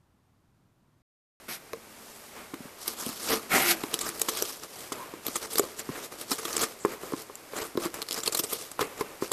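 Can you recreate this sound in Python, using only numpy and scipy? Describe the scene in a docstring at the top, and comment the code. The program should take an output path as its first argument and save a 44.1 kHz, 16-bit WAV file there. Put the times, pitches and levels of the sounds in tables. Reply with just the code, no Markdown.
"""Faint air in a quiet room, a short silence, then a cat gnaws the edge of a cardboard box close by.
Teeth rub and tear the paper fibres, and twice the muzzle drags along the edge. The flutes (the wavy
ribs inside cardboard) crack and crunch, the panel knocks as it buckles, and a slipping tooth groans
or squeaks. The box and the small room ring briefly after the bites."""
import sys
import numpy as np
from scipy import signal
from scipy.fft import rfft, irfft
from scipy.io import wavfile
from scipy.ndimage import uniform_filter1d

SR = 44100
rng = np.random.default_rng(int(sys.argv[2]) if len(sys.argv) > 2 else 0)


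def output_pcm(signal):
    """Save a mono or channel-first signal as 16-bit PCM at the path in sys.argv[1].

    Samples are clipped to [-1, 1] before scaling.
    """
    pcm = np.clip(np.atleast_2d(signal).T, -1, 1) * 32767
    wavfile.write(sys.argv[1], SR, np.round(pcm).astype(np.int16))


N = 411012
TIME = np.arange(N) / SR

# Tone colours of the room air, the paper fibres, the flat panel and the hollow box.
# Each row: frequency in Hz, relative level in dB.
AIR_COLOUR = [(25, -10.5), (110, 1.5), (330, -9.5), (500, -16), (1000, -16), (2200, -27), (5000, -31.5),
              (14000, -35.5)]
FIBRE_COLOUR = [(1300, -26.5), (3000, -3.5), (5000, 0.5), (6500, -1.5), (8200, -0.5), (9600, -3),
                (12000, -0.5), (14000, -6.5)]
PANEL_COLOUR = [(400, -7), (720, 2.5), (1150, 2), (1750, -1), (2200, -0.5), (2900, -5.5), (4500, -15)]
BOX_COLOUR = [(25, -21), (100, -9), (200, -2.5), (400, 3), (620, 0.5), (1100, -21.5)]
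# Strokes of the teeth over the paper. Each row: peak time, rise and fall in seconds,
# relative level of the fibre hiss in dB, panel rasp in dB above the hiss.
TOOTH_STROKES = [(2.15, .25, 0.32, -50, -11), (2.385, 0.036, 0.07, -56, 12.5), (2.65, 0.12, 0.11, -54, 2.5),
                 (2.83, 0.045, .03, -42, -10), (2.884, 0.031, 0.047, -34.5, -7),
                 (3.0, 0.029, 0.06, -36.5, -7.5), (3.075, 0.053, 0.069, -36, -6.5),
                 (3.24, 0.082, 0.054, -36, -11.5), (3.32, 0.052, 0.064, -29.5, -2),
                 (3.45, .06, 0.18, -49.5, 1.5), (3.8, 0.077, 0.13, -44, 0.5),
                 (3.94, 0.053, 0.025, -37.5, -2.5), (4.08, 0.11, 0.032, -35.5, -4),
                 (4.21, 0.18, 0.19, -42, -3.5), (4.385, 0.07, 0.052, -34, -8),
                 (4.46, 0.044, 0.1, -36, -10.5), (4.638, 0.014, .02, -40, -3.5),
                 (4.8, 0.12, 0.14, -43.5, -5), (4.935, .012, 0.27, -51.5, 7.5),
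                 (5.275, 0.033, .045, -38.5, -3), (5.36, 0.033, .035, -37.5, -10.5),
                 (5.44, 0.03, 0.029, -38, -3.5), (5.52, 0.021, 0.068, -35, -9),
                 (5.64, 0.044, 0.099, -43.5, -2), (5.795, .015, 0.018, -35, -6.5),
                 (5.97, 0.11, 0.072, -43.5, 1.5), (6.05, 0.027, 0.02, -39.5, -7),
                 (6.125, 0.011, 0.034, -46, 3), (6.217, 0.035, 0.037, -41.5, -5),
                 (6.322, 0.03, 0.035, -32.5, -8), (6.49, 0.076, 0.15, -34.5, -5),
                 (6.63, 0.034, 0.017, -28, -3.5), (6.66, .02, 0.072, -45, -1),
                 (6.92, 0.062, 0.049, -44.5, 2.5), (7.035, 0.028, 0.091, -46, 2.5),
                 (7.21, 0.12, 0.035, -45, -5), (7.59, 0.042, 0.066, -35.5, 1), (7.846, .035, .03, -34, -1),
                 (7.96, 0.022, .07, -45, 3), (8.181, .06, 0.027, -35, -6),
                 (8.27, 0.033, 0.029, -36.5, -4.5), (8.36, 0.037, 0.034, -38.5, -3.5),
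                 (8.445, 0.023, 0.013, -37.5, -5), (8.535, 0.061, 0.12, -35.5, -10),
                 (8.815, 0.019, .04, -43.5, 10), (8.89, 0.049, 0.088, -61, 16),
                 (9.005, 0.031, 0.023, -42, 2), (9.05, .03, 0.15, -54.5, 7.5),
                 (9.225, 0.012, .06, -40, -2.5)]
# Notes at which the box rings, under a hard bite and under a drag of the muzzle.
# Each row: frequency in Hz, width in Hz, gain in dB.
BITE_RESONANCES = [(272, 10.5, 1), (342.5, 22, 4.5), (446, 15, 10), (788, 59, -12), (1208, 150, 6)]
DRAG_RESONANCES = [(173, 51, 3.5), (232, 16, 0), (347.4, 5.8, 16), (830, 68, 0.5), (1470, 130, 7.5),
                   (2100, 640, 9), (11800, 930, 2)]
# Two drags of the muzzle, one list each. Each row: time in seconds, relative level of the fibre
# hiss in dB, then panel rasp and box rumble, both in dB above the hiss.
MUZZLE_DRAGS = [
    [(1.483, -39.5, -1.5, 2), (1.5, -36, -8.5, -11), (1.545, -35.5, -12, -22), (1.585, -52, -9, -7)],
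    [(3.495, -41, -6, -2), (3.518, -28.5, 1.5, -5), (3.557, -24, -3, 0.5), (3.65, -26.5, -8, -13),
     (3.715, -18.5, -10, -19), (3.755, -43.5, -12, 4)],
]
# The loudest flutes cracking. Each row: start in seconds, relative level in dB, length of the main
# burst in seconds, ring of the torn flap in Hz, relative strength of the panel rasp in dB.
FLUTE_CRACKS = [(1.7327, -32, 0.00076, 5070, 9.5), (2.5406, -40, 0.0016, 3700, 12.5),
                (2.8776, -21.5, 0.0028, 5440, -9), (3.025, -45, 0.0033, 3700, 14),
                (3.0633, -19, 0.00046, 8700, -22), (3.0904, -22, 0.00059, 11100, -22),
                (3.8346, -32, 0.0027, 4140, 0), (3.941, -12, 0.00077, 4200, -9.5),
                (3.99, -19.5, 0.00094, 5840, -7), (4.009, -24.5, 0.0049, 7900, -7),
                (4.09, -24, .0012, 7500, -0.5), (4.195, -26.5, 0.0021, 12500, -20),
                (4.216, -14.5, 0.0014, 8400, -7.5), (4.284, -21, 0.006, 6100, -3),
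                (4.3722, -23, 0.0013, 12200, -17), (4.4235, -14.5, 0.00062, 5800, -9),
                (4.92, -29, 0.0048, 7600, -2), (5.266, -20.5, 0.00064, 12300, 0),
                (5.2795, -26.5, 0.0035, 12400, -3), (5.3548, -27.5, 0.0049, 8500, 3.5),
                (5.3654, -26.5, 0.0012, 12400, 0), (5.5563, -21, 0.00081, 4600, 1),
                (5.572, -31, 0.0033, 4600, 4), (5.581, -19.5, 0.0029, 10200, -1),
                (5.5942, -17.5, 0.0017, 7540, 1), (6.2114, -33.5, 0.0027, 3820, -1.5),
                (6.315, -24.5, 0.0037, 5400, 4), (6.3808, -31, 0.0096, 10200, 1),
                (6.451, -30, 0.0033, 3700, 4.5), (6.5658, -20.5, 0.0017, 8200, -1.5),
                (6.579, -26, 0.0014, 7400, 4), (6.593, -23.5, 0.0005, 6400, -4),
                (6.614, -23, .0038, 7650, -13), (6.632, -28, 0.008, 7700, 2.5),
                (6.8499, -33, .0035, 8250, -10), (7.3545, -31.5, 0.00046, 7600, -14),
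                (7.773, -29, 0.00092, 4100, -5), (7.941, -31, 0.0023, 10000, 2),
                (8.018, -23, 0.0011, 4380, -2.5), (8.0255, -20, 0.0005, 4450, -4),
                (8.086, -28, 0.0022, 4400, -1.5), (8.1097, -18.5, 0.00053, 5340, -9),
                (8.121, -22.5, 0.0004, 5000, -1), (8.1274, -23, 0.0012, 5300, -27),
                (8.143, -27, 0.00076, 5200, -8), (8.176, -29.5, .002, 5000, 1),
                (8.2033, -26, 0.00065, 5500, -16), (8.2334, -27, 0.0024, 7850, -5),
                (8.259, -24, .0027, 4700, -8), (8.275, -19.5, 0.0027, 4600, -6),
                (8.322, -26.5, 0.0051, 7500, -2.5), (8.347, -21.5, 0.0027, 4260, -2.5),
                (8.37, -24, 0.0046, 8000, -16), (8.3886, -23.5, 0.0069, 13300, -6),
                (8.435, -26, 0.0052, 8050, -9), (8.5256, -26.5, 0.00027, 7800, 6),
                (8.529, -24, .0036, 11500, -18), (8.715, -34.5, 0.002, 8000, 1.5),
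                (8.792, -37, 0.0021, 4100, 15), (8.806, -29.5, 0.0065, 4500, 8.5),
                (8.826, -37, 0.0015, 3200, 14), (9.0072, -35.5, 0.0037, 4840, 9),
                (9.3163, -20, 0.0039, 7560, -3)]
# The panel buckling or let go by the teeth. Each row: start in seconds, relative level in dB,
# pitch in Hz that the knock slides down through, relative strength of the upper notes in dB.
PANEL_KNOCKS = [(1.7357, -31.5, 490, -11), (1.772, -47, 200, -22), (2.5371, -32, 305, -9),
                (2.6052, -36, 230, -29), (2.655, -38.5, 228, -24), (3.0659, -29, 244, -18),
                (3.0919, -34, 270, -14), (3.5807, -27.5, 270, 0), (3.8379, -26, 343, -6.5),
                (3.9431, -39, 333, -16), (4.286, -30.5, 420, -2), (4.422, -27, 447, -19),
                (4.92, -31.5, 350, -4), (5.138, -34.5, 352, -9.5), (5.2842, -33, 292, -19),
                (5.359, -33.5, 443, -17), (5.5964, -18.5, 430, -29), (5.637, -31.5, 440, -13),
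                (5.891, -28.5, 315, -10), (5.898, -31, 170, -25), (6.315, -32, 291, -1),
                (6.326, -34, 330, -17), (6.8498, -16.5, 401, -6), (7.0343, -34, 403, -9),
                (7.1228, -31.5, 446, -9), (7.1362, -24, 312, -9), (7.298, -41.5, 464, -2),
                (7.535, -34, 474, -6), (7.754, -29.5, 305, -18), (7.7755, -19.5, 376, -12.5),
                (7.8587, -25.5, 343, -9), (8.2786, -29, 440, -10), (8.3982, -28.5, 365, -15),
                (8.4397, -33, 448, -23), (8.5293, -32, 477, -7), (8.793, -29, 523, 1.5),
                (8.8098, -32.5, 360, 0.5), (8.817, -25, 440, -11), (9.0103, -25.5, 437, -0.5),
                (9.2236, -22, 360, -10), (9.3158, -29, 466, -5)]
# The panel's upper notes. Each row: frequency in Hz, seconds to fade by 60 dB, relative level in dB.
PANEL_NOTES = [(903, 0.0055, 14.5), (1041, 0.023, 1), (1230, 0.018, -18), (1680, 0.027, -8),
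               (1950, 0.016, -12)]
# A tooth slipping regularly, from a low groan to a thin squeak.
# Each row: start in seconds, length in seconds, pitch in Hz, relative level in dB.
TOOTH_SQUEAKS = [(3.562, 0.26, 348, -34.5), (4.965, 0.1, 984, -39), (6.776, .085, 7640, -46.5)]

AIR_PAUSE_S, BITES_START_S = 1.02, 1.4
CLAMP_S = 4.15  # the jaws clamp the loose flap of the box


def gain(db):
    """Turn decibels into a number to multiply by."""
    return 10 ** (np.asarray(db) / 20)


def unit(x):
    """Scale a signal to an average (rms) level of 1."""
    return x / np.sqrt(np.mean(x ** 2) + 1e-18)


def add(track, start_s, sound):
    """Mix a sound into a track at the given time."""
    i = int(start_s * SR)
    part = sound[:max(N - i, 0)]
    track[i:i + len(part)] += part


def colour(x, shape):
    """Give a sound a tone colour; white noise keeps its power."""
    size = 4096
    hz, db = np.transpose(shape)
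    bin_hz = np.arange(size // 2 + 1) * SR / size
    log_gain = np.log(gain(np.interp(np.log(bin_hz + 1), np.log(hz), db)))
    # build the filter so that it never rings before the sound arrives
    cepstrum = irfft(log_gain)
    cepstrum[1:size // 2] *= 2
    cepstrum[size // 2 + 1:] = 0
    response = irfft(np.exp(rfft(cepstrum)))
    return signal.oaconvolve(x, response / np.linalg.norm(response))[:len(x)]


def resonate(x, hz, width_hz):
    """Ring at one frequency; the narrower the width, the longer the ring."""
    hz = min(hz, .45 * SR)
    return signal.lfilter(*signal.iirpeak(hz, hz / width_hz, fs=SR), x)


def fade(t, t60):
    """Die away by 60 dB every t60 seconds."""
    return np.exp(-np.log(1000) * t / t60)


def wander(rate):
    """Drift at random, taking `rate` steps a second."""
    steps = rng.standard_normal(int(N / SR * rate) + 2)
    return unit(np.interp(TIME * rate, np.arange(len(steps)), steps))


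def room_air():
    """Faint rumble and hiss of the house, silent for a moment before the gnawing."""
    heard = (TIME < AIR_PAUSE_S) | (TIME > BITES_START_S)
    return gain(-66.5) * colour(rng.standard_normal(N), AIR_COLOUR) * heard


def stroke_levels():
    """Hiss in dB and rasp in dB above it: each stroke swells and fades over the brushing muzzle."""
    hiss_power = gain(-54 - 0.5 * wander(4)) ** 2  # the muzzle keeps brushing the edge
    rasp_power = hiss_power * gain(2) ** 2
    for peak_s, rise, fall, db, rasp_db in TOOTH_STROKES:
        near = slice(*np.searchsorted(TIME, (peak_s - 3 * rise, peak_s + 3 * fall)))
        t = TIME[near] - peak_s
        swell = np.exp(-np.maximum(-t / rise, t / fall) ** 1.5)  # power 1 is pointed, 2 is a bell
        hiss_power[near] += (gain(db) * swell) ** 2
        rasp_power[near] += (gain(db + rasp_db) * swell) ** 2
    return 10 * np.log10(hiss_power), 10 * np.log10(rasp_power / hiss_power)


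def friction(hiss_db, rasp_db, rumble_db, touching, slip_db, grain_db=2.0):
    """Stick and slip: uneven showers of snapping fibres hiss and shake the panel and the box."""
    # a harder bite slips more jerkily; a light touch is a smooth hiss
    grip = np.clip((hiss_db + 55.5) / 13, .15, 1)
    spread = np.log(gain(slip_db)) * grip
    slips = np.exp(spread * unit(wander(170) + wander(900)) - spread ** 2)
    out = 0
    for shape, db in ((FIBRE_COLOUR, 0), (PANEL_COLOUR, rasp_db), (BOX_COLOUR, rumble_db)):
        snaps = unit(rng.standard_normal(N) * gain(grain_db * grip * wander(6000)))
        out = out + colour(snaps * slips * touching * gain(hiss_db + db), shape)
    return out


def box_ring(x, resonances):
    """The shaken box rings at several of its own notes."""
    return sum(gain(db) * resonate(x, hz, width) for hz, width, db in resonances)


def paper_shreds(x, depth, rate):
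    """Loose shreds of paper ring for a moment each, so the colour keeps changing."""
    pitches = np.geomspace(1600, 12000, num=9)
    return depth * sum(resonate(x, hz, hz / 6) * wander(rate) for hz in pitches)


def teeth_rubbing(hiss_db, rasp_db):
    """Teeth slide over the paper. A firm bite rings the box, and the flap drones while it is free."""
    free = np.clip((CLAMP_S - TIME) * 10 + .5, 0, 1)
    rumble_db = rasp_db - 3.5 * free - 1.5 * (1 - free)  # stronger once the flap is clamped
    rub = friction(hiss_db, rasp_db, rumble_db, TIME >= BITES_START_S, slip_db=2)
    power = uniform_filter1d(rub ** 2, SR // 20)
    firm_rub = rub * power / (power + gain(-36.0) ** 2)
    flap = gain(3) * resonate(rub * free, hz=225, width_hz=24)
    return rub + box_ring(firm_rub, BITE_RESONANCES) + flap + paper_shreds(firm_rub, depth=0.68, rate=45)


def muzzle_drags():
    """The muzzle scrapes along the edge, catching unevenly and keeping the box ringing."""
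    scrape = 0
    for drag in MUZZLE_DRAGS:
        times, *columns = np.transpose(drag)
        touching = (TIME >= times[0]) & (TIME <= times[-1])
        hiss_db, rasp_db, rumble_db = (np.interp(TIME, times, column) for column in columns)
        scrape = scrape + friction(hiss_db, rasp_db, rumble_db, touching, slip_db=0.6)
    ringing = box_ring(scrape, DRAG_RESONANCES) + paper_shreds(scrape, depth=0.23, rate=30)
    return gain(-3.5) * (scrape + ringing)


def flute_cracks(rows):
    """A flute strains, then gives way in a burst of snapping fibres that rings the torn flap."""
    fibres, flaps, panel = np.zeros((3, N))
    t = np.arange(SR // 20) / SR
    for start_s, db, length, ring_hz, rasp_db in rows:
        progress = t / max(length, 1 / SR)
        snap_noise, panel_noise, jitter, strain_noise = rng.standard_normal((4, len(t)))
        burst = progress * np.exp(-1.45 * progress) * gain(2.7 * jitter)
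        strength = gain(db) * np.sqrt(length / t[-1])
        snap = unit(burst * snap_noise) * strength
        # fibres begin to give just before the crack
        strain = unit(strain_noise * np.exp((t - t[-1]) / 0.0058)) * strength * gain(-19)
        add(fibres, start_s - t[-1], strain)
        add(fibres, start_s, snap)
        add(flaps, start_s, unit(resonate(snap, ring_hz, width_hz=530)) * strength)
        add(panel, start_s, unit(burst * panel_noise) * strength * gain(rasp_db))
    snaps = gain(-3.0) * colour(fibres, FIBRE_COLOUR) + gain(-7.5) * flaps
    body = gain(-8.5) * colour(panel, PANEL_COLOUR) + gain(-11.5) * colour(panel, BOX_COLOUR)
    return snaps + paper_shreds(snaps, depth=0.64, rate=60) + body + box_ring(body, BITE_RESONANCES)


def panel_knocks():
    """The panel jumps: a short low note and a few upper ones, echoed by the far wall of the box."""
    out = np.zeros(N)
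    t = np.arange(SR // 8) / SR
    upper = sum(gain(db) * fade(t, t60) * np.sin(2 * np.pi * hz * t) for hz, t60, db in PANEL_NOTES)
    # the pitch falls as the bent panel relaxes, and soft paper blunts the blow
    relaxing_time = np.cumsum(0.92 + 0.19 * fade(t, 0.017)) / SR
    soft_start = 1 - np.exp(-t / 0.00039)
    for start_s, db, hz, upper_db in PANEL_KNOCKS:
        low = fade(t, 0.022) * np.sin(2 * np.pi * hz * relaxing_time)
        knock = gain(db + 11.0) * soft_start * (low + gain(upper_db - 7.5) * upper)
        echo_s = 0.00746 * (1 + 0.13 * rng.standard_normal())
        add(out, start_s, knock)
        add(out, start_s + echo_s, gain(-10.0) * knock)
    # air slips round the open panel, so it gives off little bass
    return signal.sosfilt(signal.butter(1, 220, "high", fs=SR, output="sos"), out)


def tooth_squeaks():
    """A tooth sticks and slips fast enough to make a short, slightly rough note."""
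    out = np.zeros(N)
    for start_s, length, hz, db in TOOTH_SQUEAKS:
        swell = np.hanning(int(length * SR))
        slip_hz = hz + 4 * hz ** .75 * rng.standard_normal(len(swell))
        tone = resonate(np.sin(2 * np.pi * np.cumsum(slip_hz) / SR), hz, hz / 4)
        add(out, start_s, gain(db) * swell * unit(tone))
    return out


def small_crack_rows(hiss_db, count, length_s=0.00041, rasp_db=-5):
    """Once the jaws clamp, faint cracks come at random, stronger when the teeth press harder."""
    starts, ring_hz = rng.uniform((CLAMP_S, 3730), (TIME[-1], 8600), (count, 2)).T
    levels_db = np.interp(starts, TIME, hiss_db) + 6 + 3 * rng.standard_normal(count)
    return [(start_s, db, length_s, hz, rasp_db) for start_s, db, hz in zip(starts, levels_db, ring_hz)]


def echoes(x, db, t60, shape):
    """Many reflections in the box or the room blur into one fading tail."""
    t = np.arange(SR // 2) / SR
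    tail = colour(rng.standard_normal(len(t)), shape) * fade(t, t60) * (1 - np.exp(-t / 0.0012))
    return gain(db) * signal.oaconvolve(x, tail / np.linalg.norm(tail))[:N]


def scene():
    """Mix the gnawing, its echoes and the room air into one channel."""
    hiss_db, rasp_db = stroke_levels()
    crunch = flute_cracks(FLUTE_CRACKS + small_crack_rows(hiss_db, count=240))
    knocks, drags = panel_knocks(), muzzle_drags()
    sliding = gain(-1.6) * (teeth_rubbing(hiss_db, rasp_db) + drags + tooth_squeaks())
    tails = (echoes(drags, db=-15, t60=0.11, shape=PANEL_COLOUR)
             + echoes(crunch, db=-11.5, t60=0.035, shape=FIBRE_COLOUR)
             + echoes(knocks, db=-29, t60=1.0, shape=PANEL_COLOUR)
             + echoes(knocks, db=-27, t60=0.3, shape=BOX_COLOUR))
    return (room_air() + sliding + crunch + knocks + tails)[None]


def record(dry):
    """Cut away the highest treble, above 14100 Hz."""
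    return signal.sosfilt(signal.ellip(10, .2, 70, 14100, fs=SR, output="sos"), dry)


dry = scene()
out = record(dry)
output_pcm(out)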